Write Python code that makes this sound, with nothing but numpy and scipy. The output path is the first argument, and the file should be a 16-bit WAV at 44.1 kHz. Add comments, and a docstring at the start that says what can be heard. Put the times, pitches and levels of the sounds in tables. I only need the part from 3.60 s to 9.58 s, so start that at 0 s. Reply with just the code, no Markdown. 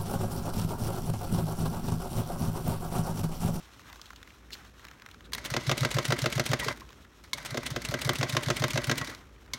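"""An industrial sewing machine makes two short runs through thick leather, heard close by in a workshop.
Each stitch is a series of impacts: the table thumps, needle and foot excite the modes of the casting,
the hook rattles and small parts tick. The clutch clicks in, the gears whirr, and brake friction squeaks.
Handled leather crackles and rustles; behind it lie a short reverberation and a low room rumble."""
import sys
import numpy as np
from scipy import signal
from scipy.fft import rfft, irfft, next_fast_len
from scipy.io import wavfile
from scipy.ndimage import map_coordinates

SR = 44100
rng = np.random.default_rng(int(sys.argv[2]) if len(sys.argv) > 2 else 0)


def store_wav(level_fs):
    """Save 16-bit WAV to argv[1]."""
    pcm = np.round(np.clip(np.atleast_2d(level_fs), -1, 1) * 32767)
    wavfile.write(sys.argv[1], SR, pcm.T.astype(np.int16))


N = 263718

# stitches, one list per run: (hook time [s], thump time [s], foot time [s], feed level [dB],
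# hook level [dB], take-up level [dB], thump level [dB], needle level [dB], foot level [dB])
STITCH_RUNS = [
    [(1.8577, 1.9231, 1.9651, -23, -20, -19, -28, -20, -17.5),
     (2.034, 2.0877, 2.1141, -35, -34, -21, -21, -17.5, -14),
     (2.177, 2.2244, 2.2487, -45, -16, -17.5, -20, -23.5, -15),
     (2.3117, 2.361, 2.385, -30, -15.5, -18.5, -20.7, -24, -16),
     (2.451, 2.4979, 2.5219, -28, -15.5, -22, -21, -19.5, -15),
     (2.5878, 2.636, 2.6589, -32, -17, -18, -22.5, -24, -15.5),
     (2.724, 2.771, 2.796, -26, -16, -18.5, -22, -24.5, -15),
     (2.8604, 2.908, 2.9326, -31, -15, -23, -21.5, -21.5, -15.5),
     (2.9964, 3.0766, 3.0828, -47, -16.5, -20.5, -32, -55, -18.5)],
    [(3.8585, 3.9298, 3.9725, -29, -18.5, -23.5, -29, -26.5, -20.5),
     (4.063, 4.122, 4.1613, -24, -16.5, -21, -28, -61, -21.5),
     (4.249, 4.297, 4.34, -23.5, -17, -21.5, -27, -35, -19.5),
     (4.416, 4.466, 4.4919, -24, -16.5, -16.5, -23, -29.5, -14.5),
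     (4.555, 4.604, 4.6292, -23, -18, -21, -23, -23, -16.5),
     (4.6946, 4.7414, 4.767, -45, -14.5, -17.5, -23.3, -26.5, -14),
     (4.831, 4.8782, 4.9015, -31, -17.5, -20.5, -23.4, -22.5, -14),
     (4.9666, 5.0145, 5.039, -32, -16.5, -21, -23, -23, -14),
     (5.1045, 5.1511, 5.1749, -23.5, -18, -18, -23, -24, -16),
     (5.2406, 5.2885, 5.3133, -26, -17.5, -20, -22.5, -16.5, -14),
     (5.3792, 5.4197, 5.4131, -26, -15.5, -45, -28.5, -60, -23.5)],
]
FEED_AT = .65  # share of the way from the previous foot contact to the hook
TAKEUP_AT, NEEDLE_AT = .41, .753  # shares of the way from hook to foot
WINDUP_S = 0.22  # the shaft creeps this long before a run's first hook

def stitches():
    """Kinematic linkage: one shaft times every contact. Gives (time [s], level [dB]) for each part."""
    hook_s, thump_s, foot_s, *levels = np.transpose(np.concatenate(STITCH_RUNS))
    start_s = np.concatenate([np.r_[run[0][0] - WINDUP_S, np.transpose(run)[2][:-1]]
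                              for run in STITCH_RUNS])
    feed_s = start_s + FEED_AT * (hook_s - start_s)
    takeup_s = hook_s + TAKEUP_AT * (foot_s - hook_s)
    needle_s = hook_s + NEEDLE_AT * (foot_s - hook_s)
    times = dict(feed=feed_s, hook=hook_s, takeup=takeup_s, thump=thump_s, needle=needle_s, foot=foot_s)
    return {part: np.array([s, db]) for (part, s), db in zip(times.items(), levels)}


def brake_damping(last_db=-9.5):
    """Damping: the brake weakens the ring of each run's last stitch. Gives a gain [dB] per stitch."""
    return np.concatenate([last_db * (np.arange(len(run)) == len(run) - 1) for run in STITCH_RUNS])


def table_thumps():
    """Forced vibration: the table swings, longer when hit harder, and recoils as the foot lands."""
    track, parts = np.zeros(N), stitches()
    t = np.arange(-SR // 25, SR // 25) / SR
    for s, db in parts["thump"].T:
        width = np.where(t < 0, .0085, .0095) * amp(.4 * (db + 16))
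        envelope = np.exp(-np.abs(t / width) ** 1.73 / 2)
        add(track, s + t[0], amp(db - 1.7) * envelope * np.cos(2 * np.pi * 131 * t))
    recoil = -np.exp(-(t / np.where(t < 0, .004, .014)) ** 2 / 2) * np.cos(2 * np.pi * 128 * t)
    recoil_delay_s, recoil_db = 0.0066, -14.5
    for (s, db), damping_db in zip(parts["foot"].T, brake_damping()):
        add(track, s + recoil_delay_s + t[0], amp(db + recoil_db + damping_db) * recoil)
    return track


# modes of casting and table: (frequency [Hz], level [dB], T60 [s], rise time [s])
BODY_MODES = [(245.4, 4.5, 0.078, 0.0039), (353.9, 7.5, 0.088, 0.0073), (461.6, 6, 0.048, 0.0046),
              (577.8, 0, 0.09, 0.0024), (619.6, 2.5, 0.066, 0.0013), (697.6, 0, 0.051, 0.0015),
              (737, -6.5, 0.043, 0.00096), (1057, -6, 0.056, 0.00065), (1252, -12, 0.081, 0.0018),
              (1380, -0.5, 0.023, 0.00099), (1598, -4.5, 0.057, 0.00068), (1943, -9.5, 0.079, 0.0013),
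              (2054, -8.5, 0.086, 0.0012), (2146, -11.5, 0.086, 0.00067), (2670, -13, 0.06, 0.0017)]
# spectrum of a blow's crack: (frequency [Hz], level [dB])
CRACK_SPECTRUM = [(700, -3.5), (1300, 4.5), (2200, -1.5), (4000, 0.5), (6300, -2.5), (9000, -17.5),
                  (12000, -19.5), (14000, -24.5), (16000, -31)]
RING_FOLLOWS = 0.32  # dB of low-mode ring per dB of blow

def needle_and_foot():
    """Impact excitation: a blow cracks and rings the head; the lower bed and table modes build later."""
    track, parts = np.zeros(N), stitches()
    hz, mode_db, t60, rise = np.transpose(BODY_MODES)
    for part, usual_db, bed_db, table_db in [("needle", -23, -32.5, -37), ("foot", -15, -30, -31)]:
        for (s, db), damping_db in zip(parts[part].T, brake_damping()):
            low_db = RING_FOLLOWS * (db - usual_db) + damping_db
            head_db = db - 12.5
            drive_db = np.select([hz < 450, hz < 700], [table_db + low_db, bed_db + low_db], head_db)
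            add(track, s, ring(hz, mode_db + drive_db, t60, rise))
    s, db = np.hstack([parts["needle"], parts["foot"]])
    crack = strokes(s, db - 8.5, rise=0.00037, t60=0.035)
    tail = strokes(s, db - 27.5, rise=0.0016, t60=0.09)
    return track + (crack + tail) * noise(CRACK_SPECTRUM)


# spectrum of the hook's rattle: (frequency [Hz], level [dB])
RATTLE_SPECTRUM = [(300, 4), (1000, -0.5), (2200, 6), (4000, 8), (6000, 3), (9000, 0), (16000, -17)]

def hook():
    """Friction and chatter: the hook scrapes in, takes the thread and rattles on."""
    s, db = stitches()["hook"]
    scrape = strokes(s, db - 24.5, rise=0.0013, t60=0.083, lead=0.0069)
    catch = strokes(s, db - 17, rise=0.0018, t60=0.048)
    return (scrape + catch) * amp(1.53 * wobble(600)) * noise(RATTLE_SPECTRUM)


# loose parts ticking as the machine starts and stops: (time [s], level [dB], T60 [s])
LOOSE_TICKS = [(1.721, -28.5, 0.024), (1.7486, -17.5, 0.027), (1.7754, -39, 0.1), (1.842, -30, 0.045),
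               (1.8495, -20, 0.038), (3.045, -17.5, .035), (3.0994, -42, 0.082), (3.117, -32, 0.048),
               (3.126, -27, 0.022), (3.1612, -37, 0.025), (3.173, -36, 0.04), (3.1978, -36, 0.031),
               (3.206, -35, 0.049), (3.638, -35, 0.092), (3.774, -30.5, 0.15), (3.8267, -37, 0.088),
               (3.8493, -22, 0.026), (4.3098, -24, 0.067), (5.445, -24.5, 0.051), (5.472, -27.5, 0.17),
               (5.497, -29, 0.062), (5.5485, -27.5, 0.013)]
# spectrum of a light contact: (frequency [Hz], level [dB])
TICK_SPECTRUM = [(1200, -38), (2600, -7), (4000, 7), (6000, 3), (8000, -4.5), (12000, -8.5), (16000, -20.5)]

def ticks():
    """Light impacts: loose parts, feed and take-up each radiate a bright burst over a duller one."""
    parts = stitches()
    # (time [s], level [dB], dull offset [dB], T60 [s])
    rows = [(s, db, -4.5, t60) for s, db, t60 in LOOSE_TICKS]
    rows += [(s, db, -2.3, 0.044) for s, db in parts["feed"].T]
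    rows += [(s, db, -8.5, 0.087) for s, db in parts["takeup"].T]
    s, db, dull_db, t60 = np.transpose(rows)
    dull = noise([(400, -19), (900, -6), (2200, -0.5), (3500, -29)])
    bright = strokes(s, db - 17, rise=0.00041, t60=t60) * amp(3.3 * wobble(700)) * noise(TICK_SPECTRUM)
    return bright + strokes(s, db + dull_db - 13, rise=0.0005, t60=t60) * dull


# spectrum of steel striking steel: (frequency [Hz], level [dB])
SNAP_SPECTRUM = [(3000, -40), (6300, -6), (8500, 11.5), (11000, 0), (14000, 10), (16000, 2)]

def steel_snaps():
    """Hard contact: steel meets steel so briefly that each impact reaches the high treble."""
    parts = stitches()
    contacts = [parts[part] for part in ("feed", "hook", "takeup", "needle", "foot")]
    s, db = np.hstack(contacts + [np.transpose(LOOSE_TICKS)[:2], np.transpose(CLUTCH_CLICKS)])
    scatter_db = rng.normal(0, 4.8, len(s))
    return strokes(s, db - 22 + scatter_db, rise=0.00016, t60=0.021) * noise(SNAP_SPECTRUM)


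# clutch engagements: (time [s], level [dB])
CLUTCH_CLICKS = [(1.733, -21.5), (3.732, -20.5), (5.9349, -23)]
# modes of the clutch lever: (frequency [Hz], level [dB], T60 [s])
LEVER_MODES = [(1030, -3, .04), (1660, -8, .03), (2185, -3, .045), (3360, -3, .025), (3780, -3, .025),
               (4200, 0, .03), (4460, -3, .025), (5030, -4, .02), (6460, -4, .02), (6750, -6, .02),
               (8770, -6, .012)]

def clutch():
    """Free vibration: the lever snaps over with a click and its modes ring briefly."""
    track = np.zeros(N)
    hz, mode_db, t60 = np.transpose(LEVER_MODES)
    for s, db in CLUTCH_CLICKS:
        add(track, s, ring(hz, mode_db + db - 11, t60, rise=0.0002, scatter_db=4.5))
    s, db = np.transpose(CLUTCH_CLICKS)
    return track + strokes(s, db - 6, rise=0.00041, t60=0.045) * noise(TICK_SPECTRUM)


# handwheel clunks: (time [s], frequency [Hz], level [dB], T60 [s])
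WHEEL_CLUNKS = [(3.028, 990, -38, 0.045), (3.063, 432, -33.5, 0.05), (3.084, 1080, -29.5, 0.033),
                (3.218, 1060, -43.5, 0.029), (5.418, 1088, -43, 0.075), (5.48, 305, -42.5, 0.08),
                (5.49, 450, -38, 0.034)]

def handwheel():
    """Damped oscillation: as the brake bites, each clunk of the wheel rings one dull mode."""
    track = np.zeros(N)
    for s, hz, db, t60 in WHEEL_CLUNKS:
        add(track, s, ring(np.array([hz]), db + 6, t60, rise=0.00088))
    return track


# brake squeaks: (time [s], duration [s], frequency [Hz], level [dB])
BRAKE_SQUEAKS = [(3.01, 0.032, 1920, -38), (3.069, 0.03, 1955, -48), (5.4, 0.044, 1936, -39.5)]

def brake():
    """Friction-driven oscillation: the rubbing brake sustains a tone of slightly unsteady level."""
    track = np.zeros(N)
    for s, length, hz, db in BRAKE_SQUEAKS:
        t = np.arange(int(length * SR)) / SR
        envelope = np.sin(np.pi * t / length) ** 0.25
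        add(track, s, amp(db) * envelope * np.sin(2 * np.pi * hz * t))
    return track * amp(1.7 * wobble(130))


# running gear, one curve per clutch engagement: (time [s], level [dB])
GEAR_LEVELS = [
    [(1.733, -53), (1.79, -58), (1.915, -53), (2.02, -48.5), (2.95, -51), (3.109, -44), (3.2, -90)],
    [(3.733, -55.5), (3.9, -54.5), (4.27, -55), (4.5, -49), (5.297, -51.5), (5.381, -48.5), (5.529, -55),
     (5.62, -78)],
    [(5.936, -48), (5.98, -58)],
]
# spectrum of shafts and belt: (frequency [Hz], level [dB])
WHIRR_SPECTRUM = [(1500, -54), (2600, -2), (4000, 2.5), (6000, -1.5), (8000, -10), (16000, -22.5)]

def running_gear():
    """Structure-borne sound: shafts and belt whirr and drone in the casting, which the hook shakes too."""
    whirr = noise(WHIRR_SPECTRUM) * amp(2.5 * wobble(70) + 1.5 * wobble(400))
    drone = casting() * amp(3.5 + 2 * wobble(60))
    s, db = stitches()["hook"]
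    shaken = strokes(s, db - 27.5, rise=0.0036, t60=0.061, lead=0.004) * casting()
    running = sum(curves(run)[0] for run in GEAR_LEVELS)
    return shaken + running * (whirr + drone)


# gearbox resonances: (frequency [Hz], bandwidth [Hz], level [dB])
GEARBOX_MODES = [(132, 32, 6.5), (267, 31, 5.5), (328, 16, -3), (414, 57, -4.5), (599, 60, 1.5),
                 (1000, 114, -2.5), (1250, 230, -4.5), (1570, 150, -2), (1928, 63, 1.5), (2027, 80, 3.5),
                 (2270, 170, -4)]

def casting():
    """Resonant filtering: gearbox modes of alternating sign colour a noise, returned at rms 1."""
    def response(f):
        return sum((-1) ** k * amp(db) * resonance(f, hz, width)
                   for k, (hz, width, db) in enumerate(GEARBOX_MODES))
    return shaped_noise(N, response)


# the louder leather crackles: (time [s], level [dB], frequency [Hz])
LEATHER_CREASES = [(0.1945, -36, 1170), (0.2927, -41, 1390), (0.2996, -36, 1480), (0.3285, -31.5, 1250),
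                   (0.3583, -34, 1060), (0.3947, -35, 1110), (0.415, -29.5, 3840), (0.457, -34.5, 3720),
                   (0.5048, -30, 1270), (0.532, -35.5, 1310), (0.5606, -34, 3730), (0.6288, -33, 1830),
                   (0.675, -38, 1750), (0.7045, -43, 1910), (0.9057, -35, 1910), (0.9255, -40, 4020),
                   (0.9313, -25.5, 3850), (0.9355, -32, 3970), (0.9417, -33, 3560), (0.9516, -32, 1220),
                   (1.1947, -38, 1490), (1.2443, -37, 1490), (1.2507, -33, 1600), (1.284, -34.5, 2220),
                   (1.3125, -32, 1280), (1.3975, -42, 1590), (1.4207, -34.5, 1320), (1.4619, -30.5, 1370),
                   (1.4876, -34.5, 1430), (1.513, -36.5, 2880), (1.5441, -36.5, 1570), (1.6075, -37, 1530),
                   (3.2908, -40, 2330), (3.3044, -40, 1010), (3.329, -40, 1590), (3.4501, -41, 1540)]
# leather sliding under the hands: (time [s], rustle level [dB], fizz level [dB])
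SLIDE_LEVELS = [(0, -61, -60.5), (.19, -65, -61.5), (.29, -60.5, -59.5), (.53, -67.5, -65.5),
                (.71, -62.5, -61), (.88, -68, -68.5), (.99, -58.5, -59.5), (1.12, -68, -65.5),
                (1.25, -61, -63.5), (1.39, -64, -67.5), (1.5, -63.5, -64.5), (1.72, -69, -70.5),
                (3.17, -62, -63.5), (3.4, -65.5, -64), (3.5, -68, -66.5), (3.72, -65, -67),
                (5.58, -58, -63), (5.7, -68.5, -69.5), (5.98, -61.5, -66.5)]
# spectra of the sliding, midrange and treble: (frequency [Hz], level [dB])
RUSTLE_SPECTRUM = [(290, -34), (500, -27), (590, -7.5), (839, -2), (1320, 1.5), (2600, -7.5), (3380, -42),
                   (5720, -120)]
FIZZ_SPECTRUM = [(1530, -31), (2600, -4.5), (3950, -2), (4890, -7.5), (5310, -3), (6140, -6), (10500, -16),
                 (12300, -13.5), (16000, -17.5)]
CREASE_T60_S, FAINT_COUNT, FAINT_HZ = 0.022, 60, 1500

def leather():
    """Buckling and friction: creases snap in bright-edged bursts over a grainy rustle and fizz."""
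    snaps, t = np.zeros(N), np.arange(SR // 25) / SR
    when, size, pitch = rng.random((FAINT_COUNT, 3)).T  # faint crackles join the louder ones at random
    faint_s = when * N / SR
    faint_db = np.interp(faint_s, *np.transpose(SLIDE_LEVELS)[:2]) + 14.5 + 8 * size
    faint = np.transpose([faint_s, faint_db, FAINT_HZ * 2 ** (pitch - .5)])
    creases = np.vstack([LEATHER_CREASES, faint])
    for s, db, hz in creases:
        burst = shaped_noise(len(t), lambda f: resonance(f, hz, 0.78 * hz) ** 2)
        add(snaps, s, amp(db - 10 - 60 * t / CREASE_T60_S) * burst)
    s, db, _ = creases.T
    edge_db = db - 13 + 3 * rng.standard_normal(len(s))
    edge = strokes(s, edge_db, rise=0.00026, t60=.5 * CREASE_T60_S)
    edge *= noise([(1500, -11), (3800, 13), (6500, 8.5), (10000, -6.5), (16000, 2)])
    rustle, fizz = curves(SLIDE_LEVELS)
    slips = wobble(250)  # rustle and fizz follow the same small slips
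    rustle *= amp(1.5 * wobble(30) + 1.7 * slips) * noise(RUSTLE_SPECTRUM)
    fizz *= amp(1.6 * wobble(35) + 1.34 * slips) * noise(FIZZ_SPECTRUM)
    return snaps + edge + rustle + fizz


# creaks and scrapes of the leather: (time [s], duration [s], frequency [Hz], level [dB])
FOLD_SCRAPES = [(0.458, 0.014, 3800, -55), (0.907, 0.046, 4330, -44), (0.914, 0.038, 16000, -55),
                (1.638, 0.042, 1500, -61), (1.634, 0.035, 3720, -56)]

def leather_scrapes():
    """Sliding friction: the folded leather gives narrow-band noise that crests late in each scrape."""
    track = np.zeros(N)
    for s, length, hz, db in FOLD_SCRAPES:
        t = np.arange(int(length * SR)) / SR
        swell = np.sin(np.pi * (t / length) ** 1.55)
        add(track, s, amp(db) * swell * shaped_noise(len(t), lambda f: resonance(f, hz, 0.19 * hz)))
    return track


def walls(x, t60=.3, delay_samples=400):
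    """Reverberation: the workshop returns a short, dull tail that decays exponentially."""
    t = np.arange(SR // 3) / SR
    tail = shaped_noise(len(t), lambda hz: (hz > 200) / (1 + hz / 4000)) * amp(-60 * t / t60)
    return signal.fftconvolve(np.pad(x, (delay_samples, 0)), tail / np.linalg.norm(tail))[:N]


# course of the room rumble: (time [s], level [dB])
RUMBLE_LEVELS = [(0, -59), (.6, -58), (1.6, -57.5), (1.75, -51.5), (2.7, -52), (3.15, -54), (3.5, -58),
                 (4.3, -47.5), (4.6, -50.5), (5.46, -51), (5.8, -58.5), (5.98, -51.5)]
# its spectrum: (frequency [Hz], level [dB])
RUMBLE_SPECTRUM = [(12, -55), (20, -19), (30, -39), (53, 2.5), (81, -7.5), (155, -14), (255, -14),
                   (282, -13.5), (600, -23), (780, -34), (1320, -120)]

def room_rumble():
    """Ambient noise: a low rumble, randomly modulated in amplitude, fills the workshop."""
    return curves(RUMBLE_LEVELS)[0] * amp(1.55 * wobble(10)) * noise(RUMBLE_SPECTRUM)


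def amp(db):
    """Decibel law: the amplitude ratio of a level."""
    return 10 ** (np.asarray(db) / 20)


def resonance(f, hz, width):
    """Second-order resonance: a band-pass response with centre and bandwidth in Hz."""
    return 1j * f * width / (hz * hz - f * f + 1j * f * width)


def colour(spectrum):
    """Spectral envelope: a response through (frequency [Hz], level [dB]) points, in log frequency."""
    f, db = np.transpose(spectrum)
    return lambda hz: amp(np.interp(np.log(hz + 1), np.log(f), db))


def filtered(x, response):
    """Linear filtering: the spectrum of x is multiplied by a frequency response."""
    size = next_fast_len(len(x) + 8192)
    return irfft(rfft(x, size) * response(np.fft.rfftfreq(size, 1 / SR)), size)[:len(x)]


def shaped_noise(samples, response):
    """Spectral shaping: white noise is filtered, then scaled to rms 1."""
    x = filtered(rng.standard_normal(samples), response)
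    return x / np.sqrt(np.mean(x ** 2) + 1e-20)


def noise(spectrum):
    """Stationary noise: the given spectrum at rms 1, as long as the scene."""
    return shaped_noise(N, colour(spectrum))


def wobble(rate):
    """Random modulation: a smooth curve with `rate` knots a second."""
    return map_coordinates(rng.standard_normal(int(N * rate / SR) + 4), [np.arange(N) * rate / SR])


def curves(rows):
    """Level interpolation: a gain per sample for each dB column, silent outside the table."""
    s, *columns = np.transpose(rows)
    return [amp(np.interp(np.arange(N) / SR, s, db, left=-120, right=-120)) for db in columns]


def add(track, s, sound):
    """Superposition: the sound joins the track from time s."""
    part = track[max(round(s * SR), 0):][:len(sound)]
    part += sound[:len(part)]


def strokes(times, levels_db, rise, t60, lead=0):
    """Exponential rise and decay: an envelope with one pulse per event, begun `lead` seconds early."""
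    track, t = np.zeros(N), np.arange(SR // 5) / SR
    for s, db, fade in np.broadcast(times, levels_db, t60):
        shape = (1 - np.exp(-t / rise)) * amp(-60 * t / fade)
        add(track, s - lead, amp(db) * shape / shape.max())
    return track


def ring(hz, db, t60, rise, scatter_db=2):
    """Modal summation: one blow rings damped sinusoids, each at a slightly random strength."""
    t = np.arange(SR // 5)[:, None] / SR
    onset = (1 - np.exp(-t / rise)) ** 2
    decay = amp(db + scatter_db * rng.standard_normal(len(hz)) - 60 * t / t60)
    sign = np.where(hz > 700, (-1) ** np.arange(len(hz)), 1)  # high neighbours start in antiphase
    return (onset * decay * sign * np.sin(2 * np.pi * hz * t)).sum(axis=1)


def scene():
    """Superposition: machine, reverberation, leather and room add at one microphone."""
    machine = table_thumps() + needle_and_foot() + hook() + ticks() + steel_snaps()
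    machine += clutch() + handwheel() + brake() + running_gear()
    return (machine + amp(-23.5) * walls(machine) + leather() + leather_scrapes() + room_rumble())[None]


# treble response of the microphone: (frequency [Hz], gain [dB])
MIC_RESPONSE = [(3000, 2.5), (4800, -1.5), (6300, 0), (8500, -1), (9700, 1), (10500, -2.5), (11300, 1),
                (14000, -2.5), (16000, 1)]
BASS_CUT_HZ, TOP_HZ, SATURATION = 45, 15950, .3

def record(dry):
    """Transduction: the microphone cuts bass and colours treble; soft clipping and a band limit follow."""
    treble = colour(MIC_RESPONSE)
    x = filtered(dry[0], lambda hz: treble(hz) / np.sqrt(1 + (BASS_CUT_HZ / (hz + 1)) ** 6))
    x = x / (1 + np.abs(x / SATURATION) ** 4) ** (1 / 4)
    return filtered(x, lambda hz: hz < TOP_HZ)[None]


dry = scene()
out = record(dry)
store_wav(out)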